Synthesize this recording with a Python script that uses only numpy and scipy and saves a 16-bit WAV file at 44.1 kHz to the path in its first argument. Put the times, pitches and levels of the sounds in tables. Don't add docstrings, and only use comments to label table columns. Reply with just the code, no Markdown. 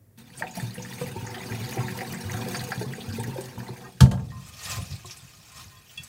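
import sys
import numpy as np
from scipy import signal
from scipy.io import wavfile
from scipy.ndimage import uniform_filter1d

SR = 44100
rng = np.random.default_rng(int(sys.argv[2]) if len(sys.argv) > 2 else 0)


def materialize(psi):
    bounded = np.clip(np.atleast_2d(psi).T, -1, 1)
    quanta = np.round(bounded * 32767).astype(np.int16)
    wavfile.write(sys.argv[1], SR, quanta)


N = 268128
TIME = np.arange(N) / SR

# start_s, level_db, pitch_hz (the strongest)
SLUGS = [(0.177, -43.5, 220.5), (0.421, -32.5, 171), (0.567, -26.5, 183), (0.626, -20, 117.6),
         (0.778, -25.5, 120), (1.008, -22.5, 137.5), (1.164, -26, 105.6), (1.223, -24.5, 113),
         (1.509, -20.5, 112.5), (1.608, -25.5, 117), (1.783, -16.5, 120.3), (1.86, -24, 200),
         (1.917, -25.5, 116), (2.126, -29, 153), (2.247, -21, 99.7), (2.342, -18.5, 115.3),
         (2.613, -23, 127.5), (2.774, -21, 120), (2.862, -24, 131), (3.078, -23.5, 98.5), (3.134, -27, 226),
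         (3.19, -21, 115), (3.278, -18.5, 129.8), (3.572, -22, 121.2), (3.697, -27.5, 128)]
# pitch_hz, level_db, time_to_fall_60_db_s
SINK = [(64.6, -8, .16), (103, -11, .2), (128, 0, .185), (187, -10, .26), (229, -18, .32), (255, -24, .2),
        (367, -33, .3), (392, -32, .3), (495, -29, .3), (535, -32, .25), (578, -32, .3), (733, -35, .35),
        (893, -28, .4)]
DRUM_DB, DRUM_GROWTH = -40, 0.97
SWING_RISE_S, SWING_FALL_S = 0.0025, 0.046


def drumming():
    tap = ring(SINK, centre_hz=300, octaves=0.58, rise_s=0.0035)
    patter = unit(through(clicks(per_s=400, spread_db=3.5), tap))
    steady = amp(DRUM_DB) * stream() ** DRUM_GROWTH
    slug_patter = amp(-14.5) * surges(SLUGS, rise_s=0.0021, fall_s=0.048)
    out = np.hypot(steady, slug_patter) * patter
    t = TIME[:SR // 4]
    swing = (1 - np.exp(-(t / SWING_RISE_S) ** 2)) * np.exp(-t / SWING_FALL_S)
    for s, db, hz in SLUGS:
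        add(out, s, peaked(swing * np.sin(2 * np.pi * hz * t), db - 6.0))
    return out


# time_s, flow_db
FLOW = [(0.171, -30), (0.181, -13.5), (0.33, -15), (0.39, -6), (0.53, -9.5), (0.57, -1.5), (0.72, -6.5),
        (1.04, 0), (1.2, -6), (1.36, -2.5), (1.7, 0.5), (2.2, -1.5), (2.57, 2), (2.9, -4.5), (3.27, -4.5),
        (3.45, -5.5), (3.55, -6), (3.86, -12.5), (3.93, -18.5), (4.0, -16.5)]
GATHER_S, GATHER_DB = 0.15, 0.5


def stream():
    gathering = np.zeros(N)
    for s, _, _ in SLUGS:
        add(gathering, s - GATHER_S, np.sin(np.linspace(0, np.pi / 2, int(GATHER_S * SR))))
    smooth = uniform_filter1d(np.minimum(gathering, 1), size=300)
    return level(FLOW, 1) * amp(GATHER_DB * smooth)


# frequency_hz, level_db (per Hz)
WATER = [(250, 14), (295, -7.5), (372, 7.5), (432, -6), (485, 5), (590, -13), (735, -7), (890, -5.5),
         (1200, -16), (1650, -12), (2250, -15.5), (3300, -20), (6400, -22), (7200, -27), (8200, -24),
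         (11500, -26.5), (15700, -19.5)]
# pitch_hz, width_hz, height_db
BASIN_AIR = [(398, 20, 1.5), (497, 25, 2), (731, 20, 7), (759, 18, 5), (893, 25, 7), (985, 25, 3),
             (1071, 25, 5), (1130, 30, 3), (1215, 40, 5), (1355, 45, 5), (1612, 45, 7), (1735, 45, 4),
             (1880, 150, 3), (2380, 180, 4), (3750, 200, 3), (4140, 90, 6), (4520, 180, 5), (6680, 140, 6),
             (8000, 350, 3), (8950, 200, 4)]
# time_s, level_db
CHURN = [(0.2, -9.5), (0.7, -11), (1.1, -6.5), (1.4, -1), (1.62, -5.5), (1.8, -4), (2.05, -2.5),
         (2.27, -4.5), (2.38, 0.5), (2.65, -6.5), (2.9, -5), (3.2, -4), (3.5, -4.5), (3.9, 6)]
# start_s, peak_db, pitch_hz (at the start), ring_s
GULPS = [(0.407, -34, 616, 0.013), (0.42, -28.5, 890, 0.0074), (0.436, -30.5, 734, 0.012),
         (0.57, -33.5, 670, 0.011), (0.583, -34, 860, 0.006), (0.777, -36, 480, 0.0087),
         (0.797, -38.5, 893, 0.0084), (1.012, -26, 484, 0.011), (1.157, -34, 360, 0.016),
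         (1.159, -34, 893, 0.011), (1.205, -39, 910, 0.0068), (1.248, -39, 892, 0.018),
         (1.362, -37, 366, 0.021), (1.368, -41, 720, .009), (1.505, -37, 448, 0.013),
         (1.602, -38, 400, 0.008), (1.767, -27, 366, 0.011), (1.769, -29.5, 752, 0.014),
         (1.778, -44, 866, .007), (1.798, -35, 388, 0.016), (1.802, -36, 1070, 0.013),
         (1.83, -36, 887, 0.013), (1.95, -37, 904, 0.01), (2.012, -36, 750, .011),
         (2.013, -33, 503, 0.0097), (2.133, -37, 386, 0.0049), (2.343, -32, 714, 0.0089),
         (2.37, -42, 740, .012), (2.46, -32, 492, 0.008), (2.472, -31, 374, 0.011), (2.684, -34, 472, 0.01),
         (2.719, -29.5, 765, 0.0052), (2.809, -35.5, 875, 0.0081), (2.811, -24, 411, 0.006),
         (2.98, -32.5, 447, 0.0064), (3.183, -28, 414, 0.0041), (3.196, -35, 885, 0.016),
         (3.278, -31, 398, 0.0024), (3.33, -40, 910, 0.0087), (3.358, -28.5, 528, 0.017),
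         (3.378, -41, 785, 0.0062), (3.382, -27.5, 377, 0.01), (3.69, -34, 370, 0.0036)]
GURGLE_DB, GURGLE_GROWTH = -41.5, 1.0


def gurgle():
    swarm = scattered(lambda: froth(260.6, 1446, cycles=2.7, spread_db=2.5, count=2000),
                      t60=0.12, wall_db=-3, count=2)
    swarm = unit(colour(hollow(swarm, BASIN_AIR), WATER))
    steady = amp(GURGLE_DB) * level(CHURN, 1) * stream() ** GURGLE_GROWTH
    cloud = scattered(lambda: froth(246.7, 930, cycles=5.1, spread_db=1.0, count=1200),
                      t60=0.07, wall_db=-2, count=1)
    cloud = unit(band(hollow(cloud, BASIN_AIR), 250, 1200, order=4))
    churned = steady * lumps(top_hz=13.2, depth_db=1.5) * swarm
    return churned + amp(-14.0) * surges(GULPS, rise_s=0.0023, fall_s=0.022) * cloud


BURBLE_DB = -43


def burble():
    plops = scattered(lambda: froth(620, 2300, cycles=6, spread_db=2.6, count=700),
                      t60=.07, wall_db=-6, count=2)
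    plops = unit(colour(hollow(plops, BASIN_AIR), WATER))
    return amp(BURBLE_DB) * level(CHURN, 1) * level(FLOW, 1) * plops


SPATTER_DB = -44


def spatter():
    clumps = lumps(top_hz=45, depth_db=2.4)
    pops = scattered(lambda: clumps * froth(1357, 2790, cycles=5.5, spread_db=3.5, count=400),
                     t60=0.06, wall_db=-4, count=2)
    fizz = scattered(lambda: clumps * froth(2317, 12500, cycles=11, spread_db=3.4, count=2800),
                     t60=0.055, wall_db=1, count=2)
    ticks = scattered(lambda: clumps * clicks(per_s=1800, spread_db=3.4), t60=.05, wall_db=2, count=2)
    ticks = unit(band(ticks, 2720, 17000, order=1))
    wet = colour(hollow(fizz + amp(-17.0) * pops + amp(-0.5) * ticks, BASIN_AIR), WATER)
    return amp(SPATTER_DB) * level(FLOW, 1) * wet / treble_rms(wet)


# start_s, level_db
SPRAYS = [(0.175, -43), (0.185, -38), (0.393, -32), (0.553, -28), (0.572, -31), (0.622, -32), (0.742, -37),
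          (0.933, -28), (1.5475, -39), (1.7086, -24), (1.9735, -25), (2.123, -23), (2.311, -28),
          (2.4834, -23.5), (2.546, -34), (2.638, -26.5), (2.686, -28), (3.199, -38), (3.233, -26),
          (3.272, -32), (3.407, -28.5), (3.4562, -32)]
SPRAY_RISE_S, SPRAY_FALL_S, SPRAY_DB = .001, .008, -9


def spray():
    droplets = band(clicks(per_s=12000, spread_db=1.0), 5000, 15000, order=1)
    mist = unit(colour(droplets, WATER))
    return amp(SPRAY_DB) * surges(SPRAYS, SPRAY_RISE_S, SPRAY_FALL_S) * mist


# start_s, peak_db, pitch_hz, reflections_db (against the ping)
PLIPS = [(0.303, -45, 1940, -10), (0.337, -45, 3100, 1), (0.375, -33.5, 8850, 9), (0.4, -39, 7700, 1),
         (0.4229, -17, 1800, -7), (0.469, -33.5, 2620, 2), (0.51, -38.5, 6850, 3), (0.553, -40, 4220, 4),
         (0.569, -34, 10300, 2), (0.599, -29.5, 1800, -3), (0.601, -36, 8060, 2), (0.708, -37.5, 4130, -5),
         (0.743, -34.5, 10060, 5), (0.754, -34, 1870, 4), (0.781, -35, 2770, -1), (0.822, -32.5, 6040, 7),
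         (0.849, -33.5, 1770, 1), (0.919, -38, 2770, -2), (0.926, -36, 1930, -9), (0.983, -36, 2350, 2),
         (1.013, -34, 1030, 0), (1.061, -34.5, 2170, -4), (1.265, -34.5, 6460, 8), (1.268, -32, 1740, 7),
         (1.343, -32.5, 3160, 7), (1.344, -30.5, 1780, 7), (1.382, -35, 3150, -2), (1.435, -36, 2460, -5),
         (1.5224, -28, 1950, -4), (1.549, -34, 2590, -3), (1.644, -33, 4670, 8), (1.695, -38, 4480, -2),
         (1.727, -33, 1820, -5), (1.735, -33, 6630, 0), (1.778, -31, 2100, 4), (1.803, -33, 1360, 1),
         (1.83, -38, 6590, -2), (1.8831, -26, 1800, -0.5), (1.9895, -27, 2000, -4), (2.008, -25, 1980, -1),
         (2.075, -39, 4520, 5), (2.135, -31.5, 1870, 5), (2.141, -34.5, 7590, 6), (2.297, -27, 1960, -2),
         (2.319, -27, 6200, -10), (2.34, -28, 1610, -4), (2.4, -43, 6570, -8), (2.413, -36.5, 3400, 2),
         (2.546, -25.5, 1700, 1), (2.547, -29, 4900, 5), (2.551, -33, 2480, 3), (2.568, -30.5, 6400, 4),
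         (2.593, -28.5, 4050, 5), (2.719, -20, 1640, 0), (2.721, -30, 4770, 0), (2.778, -38, 3740, -12),
         (2.9356, -27.5, 1910, -9), (3.006, -31.5, 3390, 6), (3.111, -37, 1520, -6), (3.125, -33, 4900, 2),
         (3.1987, -31, 8450, 4), (3.24, -29, 1850, -3), (3.242, -39, 6510, 0), (3.411, -36, 8600, 5),
         (3.44, -40, 4530, -9), (3.463, -44, 1760, -4), (3.578, -36, 910, -3), (3.602, -39, 1730, 0),
         (3.631, -38.5, 940, -9), (3.68, -38, 4080, 10), (3.687, -32.5, 890, -6), (3.752, -46, 930, -5)]
PLIP_CYCLES, PLIP_CYCLES_PER_OCTAVE = 3.22, 1.64
GULP_RISE_S, GULP_GLIDE_PER_S = 0.0038, 0.72


def big_bubbles():
    out, t = np.zeros(N), TIME[:SR // 7]
    for s, db, hz, ring_s in GULPS:
        swell = (1 - np.exp(-(t / GULP_RISE_S) ** 2)) * np.exp(-t / ring_s)
        gulp = swell * np.sin(2 * np.pi * hz * t * (1 + GULP_GLIDE_PER_S * t))
        add(out, s, peaked(through(gulp, basin(t60=.16, wall_db=-7)), db))
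    for s, db, hz, wall_db in PLIPS:
        cycles = PLIP_CYCLES + PLIP_CYCLES_PER_OCTAVE * max(np.log2(hz / 1800), 0)
        plip = splash(hz, cycles, glide=0.0036, t60=0.1, wall_db=wall_db)
        add(out, s, peaked(hollow(plip, BASIN_AIR), db))
    return out


# start_s, crack_db, boom_db, rattle_db, pot_ring_db
KNOCKS = [(4.005, -19.5, -0.5, -29, -36), (4.112, -36.5, -26, -33, -43), (4.195, -57, -22, -55, -66)]
# frequency_hz, level_db (per Hz)
CRACK = [(200, -4), (380, -14.5), (880, -14), (1100, -0.5), (1650, -6.5), (2100, -14.5), (3050, -6.5),
         (4400, -7.5), (5400, -9.5), (6600, -7.5), (10000, -14), (15700, -26)]
# pitch_hz, width_hz, height_db
CONTACT_PEAKS = [(550, 80, 6), (890, 60, 4), (1610, 90, 5), (3110, 130, 7), (4460, 150, 5)]
# pitch_hz, level_db, time_to_fall_60_db_s
POT = [(700, -8, .4), (1040, -3, .42), (1130, -9, .2), (1182, -8, .2), (1228, -5, .24), (1615, -12, .2),
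       (1855, -4, .21), (1925, -14, .15), (2450, -10, .15), (2681, -2, .12), (3359, 0, .12),
       (3828, -22, .15), (4549, 0, .1), (5245, -7, .16), (6051, -4, .1), (6690, -8, .1), (7950, -9, .12)]


def knocks():
    out, t = np.zeros(N), TIME[:SR * 2 // 5]
    for s, crack_db, boom_db, rattle_db, ring_db in KNOCKS:
        contact = np.exp(-(t / 0.0098) ** 4) + amp(3) * np.exp(-t / 0.023)
        contact = contact * (1 - np.exp(-t / .0008))
        crack = unit(hollow(colour(rng.standard_normal(len(t)), CRACK), CONTACT_PEAKS))
        rattle = hollow(band(rng.standard_normal(len(t)), 290, 855, order=3), BASIN_AIR)
        rattle = rattle * amp(-60 * t / 0.42)
        sag = np.sin(2 * np.pi * 80 * t) * np.exp(-t / 0.013) * (1 - np.exp(-t / 0.015))
        pot_ring = ring(POT, centre_hz=1280, octaves=0.28, rise_s=0.00198)
        pot_ring = pot_ring * np.exp(-t / 0.093)
        boom = ring(SINK, centre_hz=120, octaves=1.54, rise_s=0.011)
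        add(out, s, crack * peaked(contact, crack_db))
        add(out, s, peaked(pot_ring, ring_db))
        add(out, s + 0.00061, peaked(boom, boom_db))
        add(out, s + 0.0079, peaked(sag, boom_db - 13))
        add(out, s + 0.00464, peaked(rattle, rattle_db))
    return out


# pitch_hz, level_db, time_to_fall_60_db_s
PANELS = [(381, -7, .35), (493, -4, .35), (530, -5, .35), (577, -1, .33), (698, -6, .3), (735, -3, .32),
          (796, -6, .25), (895, 1, .22), (1061, -9, .25), (1133, -7, .25), (1357, -7, .17), (1620, -6, .18)]
# start_s, peak_db
CHATTER = [(4.006, -20), (4.029, -25.5), (4.058, -28), (4.113, -27.5), (4.143, -39), (4.175, -38.5),
           (4.195, -40.5), (4.245, -51)]


def chatter():
    out, t = np.zeros(N), TIME[:SR * 2 // 5]
    panels = ring(PANELS, centre_hz=750, octaves=1.3, rise_s=.001) * np.exp(-t / .035)
    for s, db in CHATTER:
        scrape = rng.standard_normal(len(t)) * np.exp(-t / .008)
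        grit = band(scrape, 450, 1500)
        add(out, s, peaked(unit(through(scrape, panels)) + amp(-3.5) * unit(grit), db))
    return out


# start_s, knock_db, thud_db
BUMPS = [(5.0457, -36, -41)]
# pitch_hz, level_db, time_to_fall_60_db_s
POT_BOTTOM = [(366, -7, 0.18), (503, -17, 0.13), (707, -9, .07), (1066, -0.5, .05), (1220, -13, .035)]
THUD_DELAY_S = .005


def bumps():
    out = np.zeros(N)
    knock = ring(POT_BOTTOM, centre_hz=900, octaves=2.3, rise_s=0.002)
    thud = ring(SINK, centre_hz=130, octaves=0.92, rise_s=0.0029) * np.exp(-TIME[:len(knock)] / .02)
    for s, knock_db, thud_db in BUMPS:
        add(out, s, peaked(knock, knock_db))
        add(out, s + THUD_DELAY_S, peaked(thud, thud_db))
    return out


# frequency_hz, level_db (per Hz)
RICE = [(200, -11.5), (380, -15), (700, -7), (1000, -12.5), (1550, -10.5), (2200, -6), (3100, -4.5),
        (4300, -2.5), (6500, -4), (7500, -5.5), (10000, -10.5), (15700, -10)]
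# pitch_hz, width_hz, height_db
POT_AIR = [(700, 70, 4), (1050, 50, 6), (1220, 90, 7), (1860, 60, 8), (2450, 110, 6), (2610, 120, 6),
           (5240, 80, 5), (6500, 400, 2), (8000, 100, 4), (9100, 250, 3)]
# start_s, peak_db, pitch_hz
CRUNCHES = [(4.536, -43, 3280), (4.592, -36.5, 4500), (4.631, -31, 6670), (4.653, -29.5, 5200),
            (4.685, -44, 3760), (4.716, -27, 5030), (4.738, -40, 2500), (4.755, -40, 5300),
            (4.778, -39, 540), (4.853, -43, 6200), (4.906, -36, 5400), (4.923, -38, 4070),
            (4.927, -36, 5000), (4.962, -39, 4500), (5.058, -40, 3960), (5.057, -36.5, 7500),
            (5.059, -40.5, 10500), (5.071, -37, 5600), (5.087, -40, 6100), (5.098, -40, 2570),
            (5.109, -29.5, 5340), (5.171, -36, 8400), (5.865, -52, 2950), (5.895, -43.5, 3090),
            (6.036, -37, 8050)]
SEEP_DB = -63


def stirring():
    slips = lumps(top_hz=90, depth_db=1.1)
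    grains = scattered(lambda: slips * clicks(per_s=700, spread_db=3.6), t60=0.04, wall_db=1, count=3)
    squelch = scattered(lambda: slips * froth(700, 12000, cycles=7, spread_db=3, count=4000),
                        t60=.06, wall_db=1, count=2)
    rasp = colour(hollow(grains + amp(-3.5) * squelch, POT_AIR), RICE)
    motion = np.hypot(hand_speed(), amp(SEEP_DB) * (TIME > KNOCKS[0][0]))
    out = amp(-1.54) * motion * rasp / treble_rms(rasp)
    for s, db, hz in CRUNCHES:
        add(out, s, peaked(splash(hz, cycles=3.7, glide=0, t60=0.1, wall_db=5), db))
    return out


# fastest_s, speed_db, build_up_s, release_s
STROKES = [(4.491, -48.5, 0.12, 0.19), (4.651, -38.5, 0.034, 0.21), (4.72, -33.5, 0.064, 0.062),
           (4.925, -51.5, 0.027, 0.13), (5.106, -48, 0.027, 0.14), (5.3, -54, 0.33, 1),
           (5.605, -44, 0.094, 0.06), (5.78, -65, 0.018, 0.012), (5.915, -51, 0.013, 0.061),
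           (6.05, -50, 0.093, 0.1)]
DRAG_FROM_S, DRAG_TO_S, DRAG_DB = 3.4, 4.98, -60.5


def hand_speed():
    drag = gesture(DRAG_FROM_S, DRAG_TO_S - DRAG_FROM_S, rise_s=0.01, fall_s=0.012)
    power = (amp(DRAG_DB) * drag) ** 2
    for s, db, build_s, release_s in STROKES:
        away = np.minimum(np.maximum((s - TIME) / build_s, (TIME - s) / release_s), 20)
        power = power + (amp(db) * np.exp(-away)) ** 2
    return np.sqrt(power)


SQUELCH_DB = -11


def squelching():
    pockets = scattered(lambda: froth(450, 1700, cycles=4, spread_db=3, count=1800),
                        t60=.06, wall_db=-2, count=2)
    return amp(SQUELCH_DB) * hand_speed() * unit(hollow(pockets, POT_AIR))


# start_s, level_db, held_s, centre_hz
RUBS = [(3.825, -51.5, 0.05, 1560), (3.835, -53, 0.05, 755), (4.33, -56, 0.099, 1020),
        (4.57, -55, 0.055, 2060), (4.65, -48, 0.094, 1900), (4.715, -46.5, 0.082, 1250),
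        (5.55, -54, 0.044, 1430), (5.712, -61, 0.1, 1600)]


def rubbing():
    out = np.zeros(N)
    for s, db, held_s, hz in RUBS:
        wall = ring(POT, hz, octaves=0.59, rise_s=0.00046)
        ringing = unit(through(clicks(per_s=500, spread_db=1.5), wall))
        out += ringing * amp(db) * gesture(s, held_s, rise_s=0.011, fall_s=0.014)
    return out


# start_s, push_db, held_s
SHOVES = [(3.9, -74, 0.2), (4.635, -40.5, 0.14), (4.765, -34.5, 0.079), (4.897, -27.5, 0.011),
          (5.045, -44.5, 0.044), (5.2, -47.5, 0.051), (5.37, -45, 0.012), (5.553, -48, 0.11),
          (5.974, -40.5, 0.021)]
SHOVE_RISE_S, SHOVE_FALL_S = 0.025, 0.032
SETTLE_DB, SETTLE_S = -22, 0.15


def shoving():
    judder = ring(SINK, centre_hz=95, octaves=.8, rise_s=.008)
    shove = unit(through(clicks(per_s=220, spread_db=2.2), judder))
    rumble = unit(band(rng.standard_normal(N), 76, 143.0))
    push = sum(amp(db) * gesture(s, held_s, SHOVE_RISE_S, SHOVE_FALL_S) for s, db, held_s in SHOVES)
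    settle = amp(SETTLE_DB) * gesture(KNOCKS[0][0], 0, SHOVE_RISE_S, SETTLE_S)
    return (push + settle) * (amp(-8) * shove + amp(-0.5) * rumble)


# start_s, peak_db, blow_centre_hz, click_share (a plain factor), click_centre_hz
TAPS = [(4.303, -47.5, 1920, 0.3, 1900), (4.318, -41, 1010, 1.8, 1020), (5.71, -53, 1850, .3, 3000),
        (5.716, -53.5, 1000, .1, 785), (5.768, -45, 3900, 0.2, 4500), (5.975, -26, 3000, 0.38, 6000),
        (6.035, -33, 7960, 2.7, 8240)]


def taps():
    out, t = np.zeros(N), TIME[:SR * 2 // 5]
    for s, db, hz, share, click_hz in TAPS:
        click = band(rng.standard_normal(len(t)), click_hz / 1.44, click_hz * 1.6, order=2)
        click = click * np.exp(-t / 0.008)
        wall = ring(POT, hz, octaves=0.21, rise_s=0.0022)
        add(out, s, peaked(peaked(wall, 0) + share * peaked(click, 0), db))
    return out


# frequency_hz, time_to_fall_60_db_s
KITCHEN = [(100, 0.83), (600, 0.92), (1200, 0.21), (3000, 0.12), (14000, 0.14)]


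def kitchen(x):
    noise = rng.standard_normal(SR) * (TIME[:SR] > .012)
    hz, t, z = signal.stft(noise, SR, nperseg=256)
    tail = signal.istft(z * amp(-60 * t / read(KITCHEN, hz)[:, None]), SR, nperseg=256)[1]
    return through(x, tail / np.linalg.norm(tail))


# time_s, pitch_hz, level_db
HIGH_TONES = [
    [(5.68, 15100, -73), (5.72, 15500, -64), (5.75, 15800, -74)],
    [(5.72, 11900, -72), (5.77, 12950, -63), (5.83, 12150, -70)],
    [(5.84, 12100, -69), (5.885, 12900, -66), (5.925, 14000, -67), (6.01, 12200, -72)],
    [(5.885, 15050, -64), (5.905, 15600, -58), (5.93, 15800, -58), (5.97, 14900, -64), (5.995, 14600, -70)],
]


def high_tones():
    out = np.zeros(N)
    for rows in HIGH_TONES:
        s, hz, _ = np.transpose(rows)
        pitch = uniform_filter1d(np.interp(TIME, s, hz), size=1500)
        out += level(rows, 2) * np.sin(2 * np.pi * np.cumsum(pitch) / SR)
    return out


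# frequency_hz, level_db (per Hz)
QUIET = [(24, -52), (40, -8), (117, 1), (203, -12.5), (281, -15.5), (419, -19.5), (1320, -35.5),
         (1880, -32.5), (3090, -43), (15700, -33.5)]
QUIET_DB = -57


def quiet_air():
    return amp(QUIET_DB) * unit(colour(rng.standard_normal(N), QUIET))


def amp(db):
    return np.exp(np.asarray(db) * (np.log(10) / 20))


def unit(x):
    return x / np.sqrt(np.mean(x ** 2) + 1e-20)


def peaked(x, db):
    return amp(db) * x / (abs(x).max() + 1e-20)


def treble_rms(x):
    return band(x, 2300, 15000).std()


def read(points, hz):
    f, value = np.transpose(points)
    return np.interp(np.log(hz + 1), np.log(f), value)


def level(table, column):
    rows = np.array(table)
    outside = np.maximum(rows[0, 0] - TIME, 0) + np.maximum(TIME - rows[-1, 0], 0)
    return amp(np.interp(TIME, rows[:, 0], rows[:, column])) * np.exp(-outside / 0.014)


def add(mix, s, sound):
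    part = mix[max(round(s * SR), 0):][:len(sound)]
    part += sound[:len(part)]


def through(x, response):
    return signal.oaconvolve(x, response)[:len(x)]


def band(x, lo_hz, hi_hz, order=2):
    limits = [lo_hz, min(hi_hz, SR / 2 - 100)]
    return signal.sosfilt(signal.butter(order, limits, "band", fs=SR, output="sos"), x)


def colour(x, points, size=2048):
    hz = abs(np.fft.fftfreq(size, 1 / SR))
    log_gain = np.log(amp(np.maximum(read(points, hz), -90)))
    return through(x, np.fft.ifft(np.exp(np.conj(signal.hilbert(log_gain)))).real)


def hollow(x, resonances):
    lifts = [(amp(db) - 1) * signal.lfilter(*signal.iirpeak(hz, hz / width, fs=SR), x)
             for hz, width, db in resonances]
    return x + sum(lifts)


def ring(modes, centre_hz, octaves, rise_s):
    t = TIME[:SR * 2 // 5]
    hz, db, t60 = np.transpose(modes)[:, :, None]
    weight = 1 / (1 + (np.log2(hz / centre_hz) / octaves) ** 2)
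    tones = weight * amp(db - 60 * t / t60) * np.sin(2 * np.pi * hz * t)
    return tones.sum(0) * (1 - np.exp(-(t / rise_s) ** 2))


def basin(t60, wall_db):
    t = TIME[:SR // 11]
    echoes = rng.standard_normal(len(t)) * amp(-60 * t / t60) * (1 - np.exp(-t / 0.0039))
    return (t == 0) + amp(wall_db) * echoes / np.linalg.norm(echoes)


def scattered(source, t60, wall_db, count):
    return unit(sum(through(source(), basin(t60, wall_db)) for _ in range(count)))


def clicks(per_s, spread_db):
    out, hit = np.zeros(N), np.flatnonzero(rng.random(N) < per_s / SR)
    chance, sign = rng.random((len(hit), 2)).T
    out[hit] = np.sign(sign - .5) * amp(-spread_db * np.log(np.maximum(chance, .02)))
    return out


def bubble(hz, cycles, glide):
    u = np.arange(int(6 * cycles * SR / hz) + 2) * hz / (cycles * SR)
    tone = np.sin(2 * np.pi * cycles * (u + glide * u * u / 2))
    return tone * np.exp(-u) * (1 - np.exp(-4 * u))


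def splash(hz, cycles, glide, t60, wall_db):
    t = TIME[:SR // 8]
    tone = np.zeros(len(t))
    add(tone, 0, bubble(hz, cycles, glide))
    wash = rng.standard_normal(len(t)) * amp(-60 * t / t60) * (t > .002)
    echoes = through(wash, bubble(hz, cycles * 0.39, glide))
    return unit(tone) + amp(wall_db) * unit(echoes)


def froth(lo_hz, hi_hz, cycles, spread_db, count):
    out, sizes = np.zeros(N), rng.random((count // 8, 2))
    place = (np.arange(len(sizes)) + sizes[:, 0]) / len(sizes)
    pitches = lo_hz * (hi_hz / lo_hz) ** place
    shapes = [hz * bubble(hz, cycles * (.5 + damping), 0.0072) for hz, damping in zip(pitches, sizes[:, 1])]
    when, chance = rng.random((count, 2)).T
    strength = amp(-spread_db * np.log(np.maximum(chance, .02)))
    for k, s in enumerate((when * TIME[-1]).tolist()):
        add(out, s, strength[k] * shapes[k % len(shapes)])
    return unit(out)


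def lumps(top_hz, depth_db):
    return amp(depth_db * unit(band(rng.standard_normal(N), 0.75, top_hz)))


def gesture(s, held_s, rise_s, fall_s):
    t = np.maximum(TIME - s, 0)
    return (1 - np.exp(-t / rise_s)) * np.exp(-np.clip((t - held_s) / fall_s, 0, 20))


def surges(events, rise_s, fall_s):
    out, t = np.zeros(N), TIME[:SR // 2]
    for s, db, *_ in events:
        add(out, s, amp(db) * (1 - np.exp(-t / rise_s)) * np.exp(-t / fall_s))
    return out


def scene():
    water = drumming() + gurgle() + burble() + spatter() + spray() + big_bubbles()
    landing = knocks() + chatter() + bumps()
    hand = stirring() + squelching() + rubbing() + shoving() + taps()
    pot = landing + hand
    tones = high_tones()
    background = tones + quiet_air()
    echo = kitchen(amp(-20.0) * water + amp(-24.0) * (pot + tones))
    return (water + pot + echo + background)[None]


def record(dry):
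    no_bass = signal.sosfilt(signal.butter(5, 48, "high", fs=SR, output="sos"), dry)
    treble_cut = signal.firwin(511, 15800, window=("kaiser", 9), fs=SR)
    return signal.oaconvolve(np.clip(no_bass, -1, 1), treble_cut[None], "same")


dry = scene()
out = record(dry)
materialize(out)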